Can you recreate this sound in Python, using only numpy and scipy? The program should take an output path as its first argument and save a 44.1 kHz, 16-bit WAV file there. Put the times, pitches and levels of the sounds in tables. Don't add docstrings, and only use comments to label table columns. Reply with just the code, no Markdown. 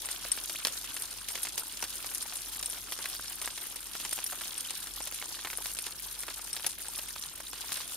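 import sys
import numpy as np
from scipy import signal
from scipy.fft import rfft, irfft
from scipy.io import wavfile

SR = 44100
rng = np.random.default_rng(int(sys.argv[2]) if len(sys.argv) > 2 else 0)


def file_out(sig):
    cols = np.atleast_2d(sig).T
    lim = np.clip(cols, -1, 1)
    pcm = np.round(lim * 32767).astype(np.int16)
    wavfile.write(sys.argv[1], SR, pcm)


N = 351036

# nominal pitch in Hz, level in dB, time to fade by 60 dB in seconds.
CUP_MODES = [(5540, -5, 0.036), (8660, -3, 0.04), (10300, -4, 0.025)]
CUP_SPREAD = 0.0078


def amp(db):
    return 10 ** (np.asarray(db) / 20)


def rms_one(x):
    return x / np.sqrt(np.mean(x ** 2) + 1e-20)


def peak_one(x):
    return x / abs(x[0]).max()


def at_hz(points, hz):
    points = np.array(points)
    return np.interp(np.log(hz), np.log(points[:, 0]), points[:, 1])


def in_time(rows):
    return np.interp(np.arange(N) / SR, *np.transpose(rows))


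def drift(corner_hz):
    r = np.exp(-80 * np.pi * corner_hz / SR)
    noise = rng.standard_normal(N // 40 + 2002)
    slow = signal.lfilter([1], [1, -2 * r, r * r], noise)[2000:]
    return np.interp(np.arange(N) / 40, np.arange(len(slow)), rms_one(slow))


def band(x, low_hz, high_hz, order):
    return signal.sosfilt(signal.butter(order, [low_hz, high_hz], "band", fs=SR, output="sos"), x)


def ring(clicks, hz, t60):
    r, w = amp(-60 / (t60 * SR)), 2 * np.pi * hz / SR
    return signal.lfilter([0, np.sin(w)], [1, -2 * r * np.cos(w), r * r], clicks + 1e-18)


def pair(common, apart, hz, extra=0):
    # frequency in Hz, left-right correlation from -1 to 1.
    likeness = [(60, .68), (130, -1), (290, 0.34), (640, 0.58), (1410, 0.6), (3100, 0.49), (6820, -0.074),
                (15000, 0.97)]
    alike = np.clip(at_hz(likeness, hz) + extra, -.95, .98)
    return np.sqrt(1 + alike) * common + np.sqrt(1 - alike) * apart * [[1], [-1]]


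def add(out, s, sound):
    i = round(s * SR)
    out[:, i:i + sound.shape[1]] += sound[:, :N - i]


def spray(low_db, high_db, per_s, spread_db, reach_oct, patter_db, snap_db, t60):
    # frequency in Hz, density in dB per Hz.
    colour = [(88, -38), (150, -15), (309, -5.5), (534, -7.5), (1480, -2.5), (1980, -6.5), (3350, 2),
              (7770, 1.5), (8730, 5), (10600, 3.5), (12500, 3.5), (14200, -9.5), (16000, -1.5)]
    edges = 150 * 2 ** np.arange(0, 7, 1 / 5)
    count = int(per_s * N / SR)
    at = rng.integers(0, N, count)
    size = amp(spread_db * np.minimum(rng.exponential(1, count), 2.4))
    centre = rng.uniform(np.log2(250), np.log2(20000), count)
    reach = reach_oct * amp(2.0 * rng.standard_normal(count))
    facing = rng.standard_normal((2, N))
    gaps = amp(2 * drift(15))
    white = rng.standard_normal((2, 2, N))
    halves = [0, 0]
    for k, (low, high) in enumerate(zip(edges, edges[1:])):
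        hz = np.sqrt(low * high)
        overlap = np.exp(-.5 * ((np.log2(hz) - centre) / reach) ** 2)
        hits = np.bincount(at, size * overlap, N)
        fade = amp(-60 / (SR * (t60 + 6.8 / hz)))
        flare = rms_one(signal.lfilter([1], [1, -fade], hits))
        hiss = gaps * amp(2.5 * drift(16.6))
        water = white[k % 2] * (hiss + amp(patter_db) * flare)
        water += amp(snap_db) * rms_one(hits) * facing
        halves[hz > 3000] += amp(at_hz(colour, hz)) * pair(*band(water, low, high, order=2), hz)
    return amp(low_db) * rms_one(halves[0]) + amp(high_db) * rms_one(halves[1])


def crackle(swing_db):
    per_s, level_db, t60 = 220, -43, 0.0042
    out = 0
    for hz in (1730, 3240, 5070, 8500, 11200):
        size = amp(4.2 * np.minimum(rng.exponential(1, N), 2.5))
        born = (rng.random(N) < per_s / 5 / SR) * size
        fizz = signal.lfilter([1], [1, -amp(-60 / (t60 * SR))], born) * rng.standard_normal((2, N))
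        out = out + pair(*band(fizz, hz / 1.38, hz * 1.23, order=1), hz)
    return amp(level_db + swing_db) * out


def plink(hz, cycles, rise):
    burst_ratio = 2.2
    turns = hz * np.arange(SR // 30) / SR
    climb = rise * turns / cycles
    fade = amp(-60 * turns / cycles)
    burst = np.clip(8 * (burst_ratio - 1 - 2 * climb), 0, 1)
    return np.sin(2 * np.pi * turns * (1 + climb)) * fade * burst


def bubbles(per_s, level_db, cycles, rise):
    # start in seconds, level in dB, start pitch in Hz,
    # cycles to fade by 60 dB, half the rise in pitch over those cycles as a share of the start pitch.
    clear_ones = [(0.557, -35.5, 2130, 423, 8.7), (3.166, -29.5, 4580, 58, .15),
                  (3.196, -29.5, 1240, 12, 0.54), (4.605, -36.5, 3100, 71, 0.23),
                  (4.651, -34, 3030, 127, 0.22), (4.687, -34, 3700, 77, .2), (5.215, -34, 2170, 51, 0.045),
                  (7.238, -25.5, 4100, 27.5, 0.1), (7.469, -33.5, 3600, 95, 0.55)]
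    out = np.zeros((2, N))
    for when, pitch, loud, side in rng.random((int(per_s * N / SR), 4)):
        sides = amp([[3.2 * (side - .5)], [5.6 * (.5 - side)]])
        level = amp(level_db - 23.3 * np.sqrt(loud))
        add(out, when * N / SR, level * sides * plink(800 * 2 ** (3.8 * pitch), cycles, rise))
    for s, db, hz, turns, climb in clear_ones:
        add(out, s, amp(db) * plink(hz, turns, climb) * [[1], [1]])
    return out


def pings(per_s, level_db):
    out = 0
    for hz, db, t60 in CUP_MODES:
        for tune in (-1, 0, 1):
            struck = (rng.random(N) < per_s / SR) * rng.standard_normal((2, N))
            out = out + amp(db + level_db) * pair(*ring(struck, hz * (1 + CUP_SPREAD * tune), t60), hz)
    return out


def garden():
    # frequency in Hz, density in dB per Hz.
    air_colour = [(20, -27), (40, -12), (65, 1), (124, -2), (193, -4), (311, -2.5), (400, -7.5), (880, -99)]
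    # time in seconds, peak level in dB.
    hum_level = [(0, -60.5), (1, -61.5), (4.2, -62), (5.5, -59), (6.3, -59.5), (7, -61.5), (7.96, -62)]
    air_db, hum_hz, hum_wander_hz = -62, 47.6, 0.9
    hz = np.fft.rfftfreq(N, 1 / SR) + 1
    air = rms_one(irfft(rfft(rng.standard_normal((2, N))) * amp(at_hz(air_colour, hz)), N))
    phase = 2 * np.pi * np.cumsum(hum_hz + hum_wander_hz * drift(0.41)) / SR
    hum = amp(in_time(hum_level) + 2.5 * drift(4.1)) * np.sin(phase)
    return amp(air_db) * air + hum


def droplets(t60, crack, rough_db):
    t = np.arange(SR // 12) / SR
    clumps = np.repeat(rng.standard_normal(len(t) // 40 + 1), 40)[:len(t)]
    fall = amp(-60 * t / t60) + 1.2 * np.exp(-t / 0.00071)
    x = rng.standard_normal((2, len(t))) * amp(rough_db * clumps) * fall
    x[0, :3] += crack * np.array([1, 1, -1])
    return x


def slaps(width_oct, thud_db, fizz_db):
    # start in seconds, level of the body in dB, centre in Hz.
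    landings = [(0.049, -31, 3000), (0.088, -27, 3600), (0.250, -33, 1020), (0.376, -31.5, 1650),
                (0.496, -24.5, 4500), (0.549, -34, 3120), (0.650, -16.5, 2760), (0.670, -21, 4400),
                (0.682, -29, 3580), (0.844, -28.5, 4050), (0.967, -27, 3010), (1.055, -44, 3670),
                (1.286, -26, 4300), (1.303, -35, 1500), (1.349, -30, 4000), (1.354, -26, 3700),
                (1.376, -30.5, 1900), (1.451, -26.5, 2660), (1.47, -28, 2500), (1.576, -40, 1480),
                (1.578, -23, 6100), (1.773, -31.5, 3050), (1.826, -25.5, 1070), (1.84, -25.5, 3980),
                (1.849, -29.5, 2500), (1.961, -43, 3320), (2.045, -32.5, 1760), (2.115, -35, 1240),
                (2.324, -31, 2050), (2.558, -34, 3290), (2.628, -29, 4000), (2.644, -35, 3340),
                (2.731, -31, 5100), (2.922, -26, 2110), (2.989, -30, 1570), (3, -37, 940),
                (3.042, -30, 1300), (3.056, -25, 2560), (3.124, -32, 4440), (3.15, -30, 4740),
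                (3.416, -27, 2730), (3.446, -32, 3010), (3.476, -24, 2400), (3.505, -32, 3500),
                (3.578, -30, 3070), (3.725, -33, 3430), (3.761, -34, 3420), (3.952, -29.5, 1600),
                (4.000, -32, 3030), (4.05, -28.5, 2160), (4.128, -25.5, 3870), (4.179, -33.5, 1430),
                (4.189, -26.5, 1720), (4.323, -33, 1510), (4.33, -34, 1100), (4.411, -31.5, 1810),
                (4.454, -33, 3780), (4.707, -25, 4450), (4.871, -29, 3840), (5.004, -34.5, 1150),
                (5.0725, -28.5, 3780), (5.123, -29, 4350), (5.225, -29.5, 1930), (5.234, -43, 810),
                (5.392, -34.5, 1530), (5.448, -26, 1400), (5.472, -30.5, 1700), (5.501, -30, 2720),
                (5.531, -29, 1790), (5.585, -34, 970), (5.658, -25.5, 3480), (5.771, -34, 4400),
                (5.788, -24.5, 2760), (5.866, -27, 3300), (6.234, -31, 2980), (6.282, -28.5, 1590),
                (6.304, -31, 2820), (6.393, -36, 1790), (6.549, -36, 3320), (6.566, -26.5, 3380),
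                (6.597, -34, 1470), (6.645, -26, 1570), (6.664, -22.5, 4170), (6.987, -28, 2190),
                (7.161, -34, 1500), (7.237, -33, 4800), (7.402, -36.5, 1100), (7.531, -32, 1530),
                (7.578, -34, 3470), (7.633, -41, 3240), (7.694, -34, 2460), (7.72, -24.5, 2930),
                (7.73, -28, 5330), (7.762, -34, 2450), (7.772, -31, 2560), (7.804, -33, 1500)]
    fizz_db_per_oct = -4
    froth_s, froth_oct, froth_cycles = 0.014, 1.1, 18
    out = np.zeros((2, N))
    for s, db, hz in landings:
        wet = droplets(t60=0.05, crack=3.56, rough_db=3.5)
        body = peak_one(band(wet, hz * 2 ** -width_oct, hz * 2 ** width_oct, order=1))
        body += amp(thud_db) * peak_one(band(wet, 330, 1950, order=1))
        bright_db = fizz_db + fizz_db_per_oct * np.log2(hz / 3000)
        body += amp(bright_db) * peak_one(band(wet, 4000, 19845, order=1))
        add(out, s, amp(db) * pair(*body, hz, extra=0.33))
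        for late, pitch in rng.random((3, 2)):
            froth = plink(hz * 2 ** (froth_oct * (2 * pitch - 1)), froth_cycles, 0.18)
            froth_db = db - 8 * (1.5 + late)
            add(out, s + froth_s * late, amp(froth_db) * froth * [[1], [1]])
    return out


def ticks(width_oct, skirt_db):
    # start in seconds, level of the splash in dB, centre in Hz,
    # ringing against the splash in dB, ahead of each mode's own level and its nearness in pitch.
    strikes = [(0.057, -28.5, 9550, -6), (0.113, -26, 8900, -13), (0.2334, -44, 5580, 9),
               (0.317, -22, 8350, 0), (0.466, -46, 12800, -45), (0.671, -27.5, 8850, -3),
               (0.735, -33.5, 6700, -30), (0.9637, -31.5, 9100, -57), (1.0215, -24, 9050, -15),
               (1.2856, -33, 9280, -45), (1.32, -31, 8900, -6), (1.418, -42, 9000, -16),
               (1.432, -23.5, 10900, -11), (1.595, -26, 12500, -6), (1.608, -33, 9500, -3),
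               (1.8243, -33, 5800, 1), (2.225, -27.5, 8850, -3), (2.356, -43, 5440, -10),
               (2.369, -30, 9600, -3), (2.407, -33, 11000, -10), (2.5938, -33.5, 7340, -2),
               (2.627, -27, 8650, -6), (2.6588, -24.5, 8700, -8), (2.699, -30, 9930, 0),
               (2.9256, -29, 11400, -37), (2.9308, -37, 5540, 2), (3.28, -36, 5450, 0),
               (3.417, -27.5, 9040, -15), (3.458, -25.5, 8590, -27), (3.759, -32, 9900, -8),
               (4.13, -22.5, 10800, -7), (4.2418, -22, 10400, -16), (4.2638, -29.5, 5700, 0),
               (4.3097, -26.5, 10200, -29), (4.4463, -51, 5450, -24), (4.579, -26, 9200, -4),
               (4.7055, -29, 8750, -11), (5.022, -28, 8800, -23), (5.027, -36, 5600, 0),
               (5.0733, -34, 7660, -37), (5.5735, -21.5, 9600, -28), (5.7702, -35, 7420, -11),
               (5.788, -28.5, 9000, -10), (5.866, -31, 9400, -15), (6.002, -36, 11500, -53),
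               (6.205, -28.5, 9100, -17), (6.53, -32.5, 8050, 6), (6.666, -18, 10300, -13),
               (6.784, -38, 10700, -64), (6.8837, -31.5, 8600, -5), (6.959, -33.5, 10300, -10),
               (6.981, -30, 10100, -13), (7.092, -32.5, 9600, -31), (7.224, -32, 5800, -3.5),
               (7.722, -33, 8750, -25), (7.7693, -29, 11100, -2.5)]
    strike_s, reach_oct = 0.00373, 0.68
    blip_cycles, blip_db = 49, -9.5
    out = np.zeros((2, N))
    for s, db, hz, ring_db in strikes:
        wet = droplets(t60=0.036, crack=3.5, rough_db=2.5)
        n = np.arange(wet.shape[1])
        touch = wet * (n < strike_s * SR / 4)
        strike = wet * (n < strike_s * SR)
        body = peak_one(band(wet, hz * 2 ** -width_oct, hz * 2 ** width_oct, order=1))
        body += amp(blip_db) * peak_one(ring(touch, hz, blip_cycles / hz))
        body += amp(skirt_db) * peak_one(band(wet, 930, 15000, order=2))
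        for (mode_hz, level_db, ring_t60), tune in zip(CUP_MODES, rng.standard_normal(len(CUP_MODES))):
            near = np.exp(-.5 * (np.log2(hz / mode_hz) / reach_oct) ** 2)
            wall = peak_one(ring(strike, mode_hz * (1 + CUP_SPREAD * tune), ring_t60))
            body += near * amp(level_db + ring_db) * wall
        add(out, s, amp(db) * pair(*body, hz, extra=0.1))
    return out


def scene():
    # time in seconds, level of the spray above 3 kHz in dB.
    flow = [(0.0, -42), (0.55, -40), (1.24, -43), (1.44, -40), (1.6, -43), (1.97, -41.5), (2.81, -42),
            (3.06, -40.5), (3.86, -44), (4.34, -39), (4.61, -42), (5.72, -41.5), (5.96, -43), (6.23, -42.5),
            (6.89, -44), (7.05, -41.5), (7.43, -45.5), (7.69, -41.5), (7.96, -42)]
    flow_db = in_time(flow)
    swing_db = flow_db - flow_db.mean()
    splash_db = -53 + 0.9 * swing_db
    fine = spray(splash_db, flow_db, per_s=550, spread_db=4.5, reach_oct=0.48,
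                 patter_db=1.5, snap_db=-0.5, t60=0.015)
    trapped = bubbles(per_s=260, level_db=-38, cycles=22, rise=.3)
    metal = pings(per_s=6.0, level_db=-43)
    hits = slaps(width_oct=0.96, thud_db=-12, fizz_db=-8) + ticks(width_oct=0.051, skirt_db=-12)
    return fine + crackle(swing_db) + trapped + metal + garden() + hits


def record(dry):
    # frequency in Hz, left minus right in dB.
    port_tilt = [(60, 1.5), (130, -1.5), (290, -0.5), (640, 0.5), (1410, 0), (3100, -4), (6820, 2.5),
                 (15000, 2)]
    # frequency in Hz, lead of the left in radians.
    port_lead = [(200, 0.042), (2500, 0.13), (5080, 0.7), (5600, 2.06), (8610, 0.68), (13900, 1.65)]
    notch_hz, notch_width_hz, stop_hz = 7870, 260, 16300
    hz = np.fft.rfftfreq(N, 1 / SR) + 1
    tilt = amp(at_hz(port_tilt, hz) / 2)
    ports = irfft(rfft(dry) * [tilt, np.exp(-1j * at_hz(port_lead, hz)) / tilt], N)
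    notched = signal.lfilter(*signal.iirnotch(notch_hz, notch_hz / notch_width_hz, SR), ports)
    notched += .12 * ports
    return signal.sosfilt(signal.cheby2(16, 70, stop_hz, fs=SR, output="sos"), notched)


dry = scene()
out = record(dry)
file_out(out)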